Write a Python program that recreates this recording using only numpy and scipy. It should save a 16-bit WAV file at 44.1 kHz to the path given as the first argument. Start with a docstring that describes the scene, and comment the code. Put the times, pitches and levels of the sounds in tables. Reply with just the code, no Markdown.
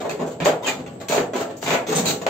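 """Tearing, clattering metal with sharp knocks, groans and short squeals, over quiet outdoor air.
Hand shears bite through a corrugated roofing sheet in a yard: each stroke is a run of slips and grit
that drives the sheet's dense and clear modes; buckling knocks drive the same modes as impulses.
Groans of the bent sheet and squeals of the blades are narrow noise resonances with gliding pitch.
Shaped noise makes the air, and a narrow resonance its thin high whine."""
import sys
import numpy as np
from scipy import signal
from scipy.fft import rfft, irfft
from scipy.io import wavfile

SR = 44100
rng = np.random.default_rng(int(sys.argv[2]) if len(sys.argv) > 2 else 0)


def inscribe(sig):
    """Save sig as 16-bit PCM at rate SR to the path in sys.argv[1].

    A 1-D sig is mono; a 2-D sig holds one channel per row.
    Samples are clipped to [-1, 1] before scaling.
    """
    pcm = np.round(np.clip(np.atleast_2d(sig).T, -1, 1) * 32767)
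    wavfile.write(sys.argv[1], SR, pcm.astype(np.int16))


N = 101297

# stereo likeness over frequency: (frequency [Hz], left-right correlation [-1..1])
LIKENESS = [(100, .98), (250, 0.99), (500, 0.74), (1000, 0.28), (2500, 0.11), (5000, .05), (14000, 0.046)]


def amp(db):
    """Decibels to gain."""
    return 10 ** (np.asarray(db) / 20)


def evened(x):
    """Scales to rms 1."""
    return x / np.sqrt(np.mean(x ** 2) + 1e-20)


def read(points, hz):
    """Interpolates a table on a log-frequency axis."""
    f, value = np.transpose(points)
    return np.interp(np.log(hz + 1), np.log(f + 1), value)


def add(mix, start_s, sound):
    """Mixes a sound in at start_s, cut at the end of the mix."""
    part = mix[..., max(round(start_s * SR), 0):][..., :sound.shape[-1]]
    part += sound[..., :part.shape[-1]]


def colour(points, size=2048):
    """Causal minimum-phase impulse response with the given spectrum, via the Hilbert transform."""
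    hz = abs(np.fft.fftfreq(size, 1 / SR))
    log_gain = np.log(amp(read(points, hz)))
    spectrum = np.exp(np.conj(signal.hilbert(log_gain)))
    return np.fft.ifft(spectrum).real[:size // 2]


def band_colour(band_db):
    """Impulse response from four band levels: bass, body, rasp and treble."""
    # band centres: (frequency [Hz])
    band_hz = [200, 580, 2500, 7000]
    return colour(list(zip(band_hz, band_db)))


def stereo(pair):
    """Mixes two unrelated signals as mid and side: alike in the bass, wide in the treble."""
    # channel balance: (frequency [Hz], left minus right [dB])
    balance = [(200, 0.3), (400, 3), (650, -1.2), (1200, 1), (2400, 0), (4400, 0.2), (7500, 2.5),
               (13000, -1.5)]
    a, b = rfft(pair)
    hz = np.fft.rfftfreq(pair.shape[1], 1 / SR)
    same = read(LIKENESS, hz)
    lean_db = read(balance, hz) / 2
    mid = a * np.sqrt((1 + same) / 2)
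    side = b * np.sqrt((1 - same) / 2)
    return irfft([(mid + side) * amp(lean_db), (mid - side) * amp(-lean_db)], pair.shape[1])


def slips(length_s, rise_s, band_db):
    """One stroke: uneven slips and fine grit as the blades tear through the metal."""
    slips_per_s, slip_spread_db = 420, 4
    grit_db = -3  # relative to the slips
    release_s = 0.0047  # time constant
    t = np.arange(SR // 8) / SR
    chance = rng.random(len(t))
    size = rng.standard_normal(len(t))
    grit = rng.standard_normal(len(t))
    slip_gain = amp(slip_spread_db * np.clip(size, -2, 2))
    clicks = (chance < slips_per_s / SR) * slip_gain * np.sign(grit)
    force = np.minimum(t / rise_s, 1) * np.exp(-np.maximum(t - length_s, 0) / release_s)
    run = force * (evened(clicks) + amp(grit_db) * grit)
    run *= np.sqrt(length_s * SR) / np.linalg.norm(run)  # energy grows with length
    return signal.fftconvolve(run, band_colour(band_db))


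def dense_ring():
    """Response of one spot on the sheet: a tick, a quick clatter and a wash of dense modes."""
    # decay of the dense modes: (frequency [Hz], t60 [s])
    decay = [(120, 0.19), (350, 0.71), (840, 0.42), (2200, 0.27), (6000, 0.24), (14000, 0.23)]
    # spectrum of the dense modes: (frequency [Hz], relative level [dB])
    sheet_spectrum = [(30, -39), (60, -26), (95, -31), (150, -7), (310, -7.5), (430, -0.5), (680, -1.5),
                      (1100, -9.5), (2400, -12.5), (4400, -17), (5400, -24), (7000, -15), (8300, -25.5),
                      (12000, -31), (16000, -31.5)]
    ring_db = -23
    tick_db, clatter_db, clatter_s = -14, -2.5, 0.0025  # levels relative to the wash; time constant
    noise = rng.choice([-1., 1.], (2, SR // 2))
    hz, t, z = signal.stft(noise, SR, nperseg=256)
    wash = amp(-60 * t / read(decay, hz)[:, None])
    clatter = np.exp(-t / clatter_s)
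    wash_power = wash ** 2 / (wash ** 2).sum(1, keepdims=True)
    clatter_power = amp(clatter_db) ** 2 * clatter ** 2 / (clatter ** 2).sum()
    ring = signal.istft(z * np.sqrt(wash_power + clatter_power), SR, nperseg=256)[1]
    ring = stereo(ring / np.linalg.norm(ring[0]))
    ring[:, 0] += amp(tick_db)
    ring = signal.fftconvolve(ring, colour(sheet_spectrum)[None], axes=1)
    return amp(ring_db) * ring / np.sqrt((ring ** 2).sum() / 2)


def mode_ring():
    """The sheet's clear modes: decaying sines, each starting a little later in one channel."""
    # ringing modes: (frequency [Hz])
    mode_hz = [162, 196, 257, 424, 490, 587, 626, 672, 808, 985, 1135, 1348, 1715, 1873]
    # their levels: (level [dB])
    mode_db = [-42.5, -47, -39, -34.5, -37.5, -54, -43.5, -38, -38.5, -42.5, -43.5, -44, -50.5, -57]
    t60_s = 0.38
    t = np.arange(SR * 3 // 4) / SR
    out = 0
    for hz, db in zip(mode_hz, mode_db):
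        lag_rad = np.arccos(read(LIKENESS, hz)) * rng.permutation(2)[:, None]
        swing = np.sin(np.maximum(2 * np.pi * hz * t - lag_rad, 0))
        ring = rng.choice([-1, 1]) * amp(-60 * t / t60_s) * swing
        highpass = signal.butter(2, hz / 2, "high", fs=SR, output="sos")
        ring = signal.sosfilt(highpass, ring)
        out = out + amp(db) * ring / np.linalg.norm(ring[0])
    return out


def sheet(count=14):
    """Strokes and buckling knocks drive the sheet's modes at changing spots along the cut."""
    # strokes of the shears and shifts of the sheet: (start [s], length [s], rise [s],
    # bass [dB], body [dB], rasp [dB], treble [dB])
    strokes = [ (0.000, 0.017, .002, 0, 5, -7, -6.5), (0.038, 0.028, .008, -3.5, 6, -11.5, -13),
               (0.090, 0.019, .006, 4.5, -5.5, -1.5, 0.5), (0.175, 0.047, .025, 2.5, 2, -12.5, -14),
               (0.261, 0.02, .005, -25, -12, -14, -7), (0.304, 0.026, 0.0054, -15, -10.5, -17.5, -13),
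               (0.401, 0.026, .002, 7.5, -3, 3.5, -9), (0.441, 0.025, .010, -14, 6.5, 1, 8.5),
               (0.458, 0.032, .002, 2.5, 5.5, 3.5, -5), (0.615, 0.06, .040, -11.5, -2, -6.5, -5),
               (0.660, 0.033, .010, -5.5, -1, 6.5, 6.5), (0.745, 0.077, .020, 1.5, -16.5, -20, -20.5),
               (0.859, 0.019, .005, -1, -11, -11.5, -15.5), (0.915, 0.033, .010, -28, -23, -45, -25),
               (0.999, 0.018, .008, -18.5, -6, -11, -7.5), (1.084, .014, .002, -22, -11, 0, 7.5),
               (1.097, .080, .003, -2.5, 7.5, 0, 5.5), (1.172, 0.035, .006, 9, 2, -9, -5),
               (1.329, 0.027, 0.01, 3.5, 3, -3.5, -6), (1.353, 0.071, .004, 0, 0, -2, -2),
               (1.488, 0.022, .010, -12.5, -8, -13.5, -17.5), (1.564, 0.018, .003, -17, -41, -32, -7),
               (1.608, .052, .016, 0, -14.5, -12, 0), (1.657, 0.027, .004, -3, -1.5, 5.5, -1.5),
               (1.680, 0.066, .003, -2.5, -1, 0, 5), (1.703, 0.052, 0.0026, 7, 5, 7.5, -33),
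               (1.862, 0.044, 0.0099, 3, -3.5, -4, 0.5), (1.906, 0.031, .008, 3, 3.5, -1.5, 3.5),
               (1.947, 0.05, .004, 7, -2, -0.5, 10), (2.028, 0.071, .004, 8.5, 0, -9, -15),
               (2.053, 0.055, .003, 4.5, -13, 2, 12), (2.213, 0.0081, .003, -10, 1.5, -6.5, -2.5)]
    # sheet buckles and snaps back: (time [s], bass [dB], body [dB], rasp [dB], treble [dB])
    knocks = [(0.200, -3, -9, -17, -24), (0.232, 2, -22, -20, -22), (0.402, 7, -2.5, -6.5, -9),
              (0.458, 1, 12.5, 7.5, -2), (1.085, -23, -17, -4.5, 1.5), (1.098, 3, -1, -25, -13),
              (1.180, 0, 3.5, 5, -15.5), (1.627, -37, -2, -3.5, -10), (1.681, 0, -5.5, -7, 2.5),
              (1.706, -1, -2, 10, -4), (2.216, -14, -10, -26, -15), (2.2655, -6.5, 9, 6.5, 0.5),
              (2.292, 10, 10.5, 11.5, 5)]
    knock_s = 0.018  # a knock carries the energy of a stroke this long
    drive = np.zeros((count, N))
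    for k, (start_s, length_s, rise_s, *band_db) in enumerate(strokes):
        add(drive[k % count], start_s, slips(length_s, rise_s, band_db))
    for k, (start_s, *band_db) in enumerate(knocks):
        add(drive[k % count], start_s, np.sqrt(knock_s * SR) * band_colour(band_db))
    dense = sum(signal.fftconvolve(spot[None], dense_ring(), axes=1)[:, :N] for spot in drive)
    clear = signal.fftconvolve(drive.sum(0)[None], mode_ring(), axes=1)[:, :N]
    return dense + clear


def fuzzy_tone(hz, pole_width_hz):
    """Two-channel noise in a narrow double-pole resonance that follows the curve hz."""
    r = np.exp(-np.pi * pole_width_hz / SR)
    z = rng.standard_normal((2, len(hz))) + 1j * rng.standard_normal((2, len(hz)))
    slow = signal.lfilter([1], [1, -2 * r, r * r], z)
    carrier = np.exp(2j * np.pi * np.cumsum(hz) / SR)
    return evened((slow * carrier).real)


def yard():
    """Quiet outdoor air as shaped noise, with a thin high whine, perhaps insects."""
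    # spectrum of the air: (frequency [Hz], relative level [dB])
    air_spectrum = [(20, -18), (50, -23), (95, 5.5), (200, 6), (500, 1.5), (1200, -23.5), (3000, -20),
                    (5500, -32.5), (8000, -32.5), (15000, -44)]
    air_db = -40.5
    whine_hz, whine_pole_width_hz, whine_db = 7680, 190, -58
    gain = amp(read(air_spectrum, np.fft.rfftfreq(N, 1 / SR)))
    air = irfft(rfft(rng.standard_normal((2, N))) * gain, N)
    whine = fuzzy_tone(np.full(N, whine_hz), whine_pole_width_hz)
    return amp(air_db) * evened(stereo(air)) + amp(whine_db) * whine


def rubbed_tone(length_s, hz, glide, pole_width_hz, release_s):
    """A rough stick-slip tone that swells, settles in pitch and rings out."""
    glide_s = 0.016  # time constant
    t = np.arange(SR // 4) / SR
    level = np.minimum(2 * t / length_s, 1) * np.exp(-np.maximum(t - length_s, 0) / release_s)
    pitch_hz = hz * (1 + glide * np.exp(-t / glide_s))
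    tone = level * fuzzy_tone(pitch_hz, pole_width_hz)
    return tone * np.linalg.norm(level) / np.linalg.norm(tone, axis=1, keepdims=True)


def bending():
    """Low stick-slip groans as the cut edge is bent aside, alike in both channels."""
    # groans: (start [s], length [s], final pitch [Hz], level [dB], initial pitch offset [share])
    groans = [(0.401, 0.022, 160, -28.5, -0.0069), (0.455, .014, 600, -15.5, -0.0073),
              (1.100, 0.097, 256.2, -32, -0.0047), (1.880, 0.018, 418, -22.5, 0.075),
              (1.945, 0.059, 199.4, -27, -0.15), (2.029, 0.074, 259, -30, -0.014),
              (2.055, 0.033, 169.2, -26, 0.1)]
    pole_width_hz, release_s = 23, 0.025
    out = np.zeros(N)
    for start_s, length_s, hz, db, glide in groans:
        groan = rubbed_tone(length_s, hz, glide, pole_width_hz, release_s)[0]
        add(out, start_s, amp(db) * groan)
    return out


def blades():
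    """Stick-slip squeals where the blades rub on the cut edge."""
    # squeals: (start [s], length [s], final pitch [Hz], level [dB], initial pitch offset [share],
    # left minus right [dB])
    squeals = [(0.652, 0.043, 2400, -25.5, .2, -3.5), (0.640, 0.021, 3020, -33, 0.086, 2),
               (0.657, 0.027, 7240, -28, 0, 1), (1.950, 0.016, 6160, -28, 0.055, 7),
               (1.942, 0.042, 8050, -30.5, 0, -5), (1.949, 0.021, 7960, -31, 0.098, -7),
               (2.055, 0.03, 3965, -27, 0, -1.5), (2.047, 0.055, 4310, -32, 0.079, -6)]
    pole_width_hz, release_s = 110, 0.03
    out = np.zeros((2, N))
    for start_s, length_s, hz, db, glide, pan_db in squeals:
        gain = amp(db + pan_db * np.array([[.5], [-.5]]))
        add(out, start_s, gain * rubbed_tone(length_s, hz, glide, pole_width_hz, release_s))
    return out


def scene():
    """Sheet, groans, blades and yard together."""
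    return sheet() + bending() + blades() + yard()


def record(dry):
    """Linear-phase filter: the treble has an empty band and ends at a steep edge."""
    gap_hz, edge_hz = (8700, 11550), 15700
    taps = signal.firwin(255, [*gap_hz, edge_hz], window=("kaiser", 6), fs=SR)
    return signal.oaconvolve(dry, taps[None], "same")


dry = scene()
out = record(dry)
inscribe(out)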